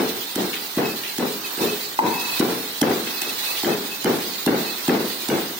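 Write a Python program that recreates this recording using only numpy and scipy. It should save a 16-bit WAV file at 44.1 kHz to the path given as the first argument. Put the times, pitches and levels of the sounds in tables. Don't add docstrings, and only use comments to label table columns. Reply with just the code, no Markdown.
import sys
import numpy as np
from scipy import signal
from scipy.io import wavfile
from scipy.ndimage import uniform_filter1d, minimum_filter1d

SR = 44100
rng = np.random.default_rng(int(sys.argv[2]) if len(sys.argv) > 2 else 0)


def voltage_ratio(decibels):
    exponent = np.asarray(decibels, float) / 20
    return 10 ** exponent


def unload_wav(signal):
    wavfile.write(
        sys.argv[1],
        SR,
        np.round(np.clip(np.atleast_2d(signal).T, -1, 1) * 32767).astype(np.int16),
    )


N = 246519

# t/s, thud peak level/dB, crunch level/dB, contact level/dB, rumble
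# level/dB
PESTLE_BLOWS = [
    (-.05, -14, -40, -40, -24),
    (1.988, -26, -36, -70, -25),
                (0.359, -17.5, -16, -36, -28.5), (0.77, -13, -22, -31, -26), (1.184, -17, -15, -26, -28),
         (1.575, -25, -21, -32, -26.5), (2.398, -9.5, -14, -21, -23), (2.817, -9.5, -10, -17, -21),
         (3.22, -32, -12.5, -29.5, -39), (3.634, -19, -19, -20.5, -24.5), (4.046, -16, -14, -20.5, -23.5),
         (4.465, -10, -14, -18.5, -22), (4.882, -10, -15.5, -17.5, -22), (5.288, -16.5, -16, -22, -25)]
# t/s, peak level/dB
BARE_KNOCK = (1.9896, -.6)
# f/Hz, level/dB, t60/s
PESTLE_MODES = [(895, 0, .09), (975, -4.5, .09), (1500, -4, .014), (2000, -2, .014), (2500, -6, .01)]
# f/Hz, width/Hz, level/dB
SLAT_MODES = [(252, 28, -6.5), (354, 48, 5), (415, 37, 4.5), (425, 30, -26.5), (744, 14, -36)]
# f/Hz, level/dB per Hz
RUMBLE_SPECTRUM = [(24, -65), (40, -33.5), (223, 6.5), (369, -3), (437, 1), (516, 0), (664, -2.5), (753, 0),
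                   (1050, -8), (2020, -11), (2240, -11.5), (3950, -22), (6000, -24), (7800, -52),
                   (13200, -120)]
# f/Hz, t60/s
KITCHEN_DECAY = [(100, 0.66), (300, 0.8), (600, 0.65), (1200, 0.78), (3000, 0.97), (8000, 0.71)]
# f/Hz, likeness/1
RUMBLE_SAME = [(60, .97), (150, 0.97), (450, 0.82), (950, 0.13), (2380, 0.01), (5980, 0.03), (15000, 0.44)]
# f/Hz, level/dB
RUMBLE_LEAN = [(60, 3), (180, -0.5), (550, 2.5), (1650, 4), (4970, -2), (15000, -20)]
# t/s, f/Hz, level/dB
LOOSE_SLAT = [(0, 439, -23), (0.401, 415, -25), (.8, 415, -27.5), (1.221, 415, -24), (1.599, 415, -19),
              (2.439, 453, -21.5), (3.67, 415, -23.5), (4.08, 387, -23.5), (4.499, 415, -27),
              (5.319, 415, -35)]
# t/s, peak level/dB, t60/s
RUSTLES = [(0.5311, -21, 0.32), (1.035, -23, 0.39), (1.4456, -35, 0.23), (3.0705, -23, 0.18)]
# t/s, held/s, level/dB
DISH_SPELLS = [(0.54, .03, -39), (0.84, 0.07, -31), (1.455, .012, -32.5), (1.61, 0.028, -34),
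               (1.69, 0.035, -32.5), (2.09, 0.045, -36), (2.17, .19, -27.5), (3.065, 0.052, -35),
               (3.17, .13, -33.5), (3.461, 0.043, -27.5), (3.72, .012, -31), (3.905, 0.058, -32),
               (4.685, .012, -30)]
# t/s, swell level/dB
PAN_SWELL = [(0.0, -0.5), (0.4, 0), (0.95, -1), (1.4, -0.7), (1.66, 3), (1.93, -2), (2.05, -2), (2.17, 1),
             (2.38, 4.5), (2.62, -1), (2.84, -0.4), (3.45, 3), (3.6, 2), (3.75, -0.5), (4.55, 0.3),
             (4.74, 1), (4.92, 0.1), (5.59, -1)]
# f/Hz, level/dB per Hz
HISS_SPECTRUM = [(18, -65), (30, -46), (76, -30), (135, -10.5), (223, -22), (298, -9), (368, -10),
                 (713, -10), (772, -6), (1530, -7.5), (4180, -2.5), (7670, -11), (11700, -13), (15200, -6),
                 (16500, -21.5)]
# f/Hz, likeness/1
HISS_SAME = [(60, 0.93), (150, 1), (380, 1), (950, -0.033), (2380, 0.046), (11000, -0.021), (15000, 0.56)]
# f/Hz, level/dB
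HISS_LEAN = [(60, 3), (99, -2), (160, 0), (270, 0.0), (450, -1.5), (740, 1.5), (1220, 4), (2010, 2.5),
             (3330, -3), (5500, -5), (9080, -11.5), (15000, -6.5)]
# f/Hz, width/Hz, level/dB
PORT = (15350, 1200, -9)

SQUARE_HZ, GLANCING_HZ = 232, 340
SQUARE_RISE_S, GLANCING_RISE_S = 0.0058, 0.055
GLANCING_DB, GLANCING_SPAN_DB = -19, 1
DISH_HZ, DISH_RISE_S, DISH_FADE_DB_PER_S = 2586, 0.048, -260
HISS_DB, HISS_FOLLOW = 18.0, 1
SIZZLE_DB, SIZZLE_FOLLOW = 15.5, 1.27
LIMIT_DB, RECOVER_DB_PER_S = -14, 153
EDGE_HZ = 15880


def blows():
    out = np.zeros((2, N))
    for s, thud_db, crunch_db, contact_db, rumble_db in PESTLE_BLOWS:
        glance = 1 / (2.5 + np.exp((thud_db - GLANCING_DB) / GLANCING_SPAN_DB))
        thud_hz = SQUARE_HZ + glance * (GLANCING_HZ - SQUARE_HZ)
        rise_s = SQUARE_RISE_S + glance * (GLANCING_RISE_S - SQUARE_RISE_S)
        add(out, s - .020, crunch(crunch_db + 7.5))
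        add(out, s - .001, contact(contact_db + 8.0))
        add(out, s, thud(thud_db + 2.5, thud_hz))
        add(out, s + 0.0055, rumble(rumble_db, rise_s))
    knock_s, knock_db = BARE_KNOCK
    add(out, knock_s, knock(knock_db))
    return out


def crunch(db):
    t = np.arange(-.02, .01, 1 / SR)
    shape = np.where(t < 0, np.exp(t / .0022), np.exp(-t / .0008))
    crackle = uniform_filter1d(rng.exponential(1, len(t)), size=12)
    noise = rng.standard_normal((2, len(t))) * crackle
    band = signal.butter(2, [1100, 12500], "bandpass", fs=SR, output="sos")
    burst = shape * signal.sosfilt(band, noise)
    return voltage_ratio(db) * voltage_ratio([[-3], [1.5]]) * burst / abs(burst).max()


def contact(db):
    t = np.arange(0, .03, 1 / SR)
    touch = 0.6 * ring(804, 0.015, t, 0.00041)
    late = np.maximum(t - .0125, 0)
    echo = sum(ring(hz * rng.uniform(0.976, 1.2), 0.017, late, 0.001) for hz in (760, 1530, 1904, 2600))
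    return voltage_ratio(db) * (touch + voltage_ratio([[-1.5], [-5]]) * echo)


def thud(db, hz):
    t = np.arange(0, .04, 1 / SR) - .0052
    swing = np.exp(-(t / np.where(t < 0, .0017, .004)) ** 2)
    push = swing * np.cos(2 * np.pi * 1.2 * hz * (t - .0008))
    return voltage_ratio(db) * np.array([push, push])


def rumble(db, rise_s):
    pushes = rng.random((2, SR)) < 6000 / SR
    taps = rng.standard_normal((2, SR)) * pushes
    hz, t, z = pair(taps[0], taps[1], RUMBLE_SAME, RUMBLE_LEAN, size=1024)
    slats = voltage_ratio(read(RUMBLE_SPECTRUM, hz)) + sum(hump(hz, *mode) for mode in SLAT_MODES)
    decay = voltage_ratio(-60 * t / read(KITCHEN_DECAY, hz))
    tail = back(z * slats * decay, size=1024)[:, :SR]
    t = np.arange(SR) / SR
    far_wall = voltage_ratio(2.46 * np.exp(-((t - .075) / 0.044) ** 2))
    return voltage_ratio(db + 27.0) * tail * far_wall * (1 - np.exp(-(t / rise_s) ** 2))


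def knock(db):
    t = np.arange(0, .08, 1 / SR)
    tone = sum(voltage_ratio(mode_db) * ring(hz, t60, t, .0004) for hz, mode_db, t60 in PESTLE_MODES)
    tone = -voltage_ratio(db) * tone / abs(tone).max()
    hz, t, z = pair(*rng.standard_normal((2, SR)), RUMBLE_SAME, RUMBLE_LEAN, size=1024)
    note = hump(hz, 950, 110, 1) + hump(hz, 990, 100, -2.7) + hump(hz, 920, 95, 0.5) + hump(hz, 787, 50, 0)
    room = back(z * note * voltage_ratio(-3.5 - 60 * t / 0.92), size=1024)[:, :SR]
    out = room * np.minimum(np.arange(SR) / SR / 0.007, 1)
    add(out, 0, np.array([np.roll(tone, 12), voltage_ratio(-1.5) * tone]))
    return out


def slat():
    out, t = np.zeros((2, N)), np.arange(SR // 2) / SR
    for s, hz, db in LOOSE_SLAT:
        shaking = rng.standard_normal(len(t) + 3000)
        note = signal.oaconvolve(shaking, ring(hz, 0.29, t[:3000], 0.0099), "valid")
        waver = evened(note[:len(t)])
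        fade = voltage_ratio(db - 60 * t / 0.57) * (1 - np.exp(-t / 0.051))
        add(out, s, voltage_ratio([[.7], [-.7]]) * waver * fade)
    return out


def rustles():
    out, t = np.zeros((2, N)), np.arange(0, .2, 1 / SR)
    band = signal.butter(2, [1900, 3900], "bandpass", fs=SR, output="sos")
    for s, db, t60 in RUSTLES:
        grains = rng.standard_normal((2, len(t))) * (rng.random(len(t)) < 1500 / SR)
        add(out, s, voltage_ratio(db - 3.0 - 60 * t / t60) * evened(signal.sosfilt(band, grains)))
    return out


def dish():
    nudges = rng.standard_normal((3, N)) * (rng.random(N) < 400 / SR)
    at_ports = nudges[:1] + .8 * nudges[1:]
    mode = ring(DISH_HZ, .1, np.arange(8000) / SR, .002)
    tone = signal.oaconvolve(at_ports, mode[None])[:, :N]
    loud = np.sqrt(uniform_filter1d(tone ** 2, size=2500) + .3)
    level = sum(spell(*row) for row in DISH_SPELLS)
    throb = .65 + .35 * np.cos(2 * np.pi * 27 * np.arange(N) / SR)
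    return uniform_filter1d(level, size=400) * throb * tone / loud


def spell(start, held, db):
    t = np.arange(N) / SR - start
    rise = np.clip(1 + t / DISH_RISE_S, 0, 1) ** 2
    return rise * voltage_ratio(db + DISH_FADE_DB_PER_S * np.maximum(t - held, 0))


def hiss():
    hz, t, z = pair(*rng.standard_normal((2, N + 1024)), HISS_SAME, HISS_LEAN, size=1024)
    drift = uniform_filter1d(rng.standard_normal(z.shape[1:]), 20, 0)
    patches = evened(uniform_filter1d(drift, 8, 1))
    flicker = evened(uniform_filter1d(rng.standard_normal(len(t)), 5)) * (hz > 1800) * 1.05
    swell_db = np.interp(t, *np.transpose(PAN_SWELL))
    colour = voltage_ratio(read(HISS_SPECTRUM, hz)) + hump(hz, *PORT) + hump(hz, 1973, 130, -13.5)
    wide = colour * voltage_ratio(HISS_DB + HISS_FOLLOW * swell_db)
    sizzle = hump(hz, 4020, 1700, SIZZLE_DB + SIZZLE_FOLLOW * swell_db)
    gain = np.hypot(wide, sizzle) * voltage_ratio(1.3 * patches + flicker)
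    return voltage_ratio(-38.5) * back(z * gain, size=1024)[:, :N]


def ring(hz, t60, t, rise):
    return voltage_ratio(-60 * t / t60) * (1 - np.exp(-t / rise)) * np.sin(2 * np.pi * hz * t)


def hump(hz, centre_hz, width, db):
    return voltage_ratio(db) / (1 + (2 * (hz - centre_hz) / width) ** 2)


def evened(x):
    return x / np.sqrt(np.mean(x ** 2) + 1e-20)


def read(points, hz):
    f, value = np.transpose(points)
    return np.interp(np.log(hz + 1), np.log(f + 1), value)


def pair(a, b, same, lean, size):
    hz, t, za = signal.stft(a, SR, nperseg=size, noverlap=size * 3 // 4)
    zb = signal.stft(b, SR, nperseg=size, noverlap=size * 3 // 4)[2]
    like = np.clip(read(same, hz), -1, 1)[:, None]
    tilt = voltage_ratio(read(lean, hz) / 2)[:, None]
    left = za * tilt
    right = (like * za + np.sqrt(1 - like ** 2) * zb) / tilt
    return hz[:, None], t, np.array([left, right])


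def back(z, size):
    return signal.istft(z, SR, nperseg=size, noverlap=size * 3 // 4)[1]


def add(mix, s, sound):
    at = round(s * SR)
    part = mix[:, max(at, 0):max(at + sound.shape[1], 0)]
    part += sound[:, max(-at, 0):][:, :part.shape[1]]


def scene():
    return blows() + slat() + rustles() + dish() + hiss()


def limiter(x):
    power_db = 10 * np.log10(abs(uniform_filter1d((x ** 2).mean(0), size=200)) + 1e-12)
    held_db = -minimum_filter1d(-power_db, size=1700, origin=849)
    fall = np.arange(N) * RECOVER_DB_PER_S / SR
    over_db = np.maximum(np.maximum.accumulate(held_db + fall) - fall - LIMIT_DB, 0)
    late_db = np.roll(uniform_filter1d(over_db, size=200), 330)
    return x / voltage_ratio(late_db)


def gate(x, depth_db, under_db, hole_db, hole_under_db):
    hz, t, z = signal.stft(x, SR, nperseg=2048, noverlap=1536)
    near = uniform_filter1d(uniform_filter1d(abs(z) ** 2, size=3, axis=1), size=3, axis=2)
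    around = np.exp(uniform_filter1d(np.log(abs(near) + 1e-20), size=40, axis=1))
    share = abs(near) / (abs(around) + 1e-20)
    patch = abs(uniform_filter1d(uniform_filter1d(share.mean(0), size=6, axis=0), size=3, axis=1))
    sink = 1 / (1 + (share / voltage_ratio(2 * under_db)) ** 3)
    hole = (hz[:, None] > 2900) / (1 + (patch / voltage_ratio(2 * hole_under_db)) ** 12)
    upper = np.clip(hz[:, None] / 600 - 2.5, 0, 1)
    return back(z * voltage_ratio((depth_db * sink + hole_db * hole) * upper), size=2048)[:, :N]


def roll_off(x):
    return signal.sosfilt(signal.butter(12, 17100, fs=SR, output="sos"), x)


def record(dry):
    cut = signal.sosfilt(signal.butter(2, 70, "highpass", fs=SR, output="sos"), dry)
    gated = gate(limiter(cut), depth_db=-12, under_db=-.6, hole_db=-28, hole_under_db=-1.3)
    edge = signal.firwin(2047, EDGE_HZ, window=("kaiser", 9), fs=SR)
    finished = signal.oaconvolve(gated, edge[None], "same")
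    return roll_off(finished)


dry = scene()
out = record(dry)
unload_wav(out)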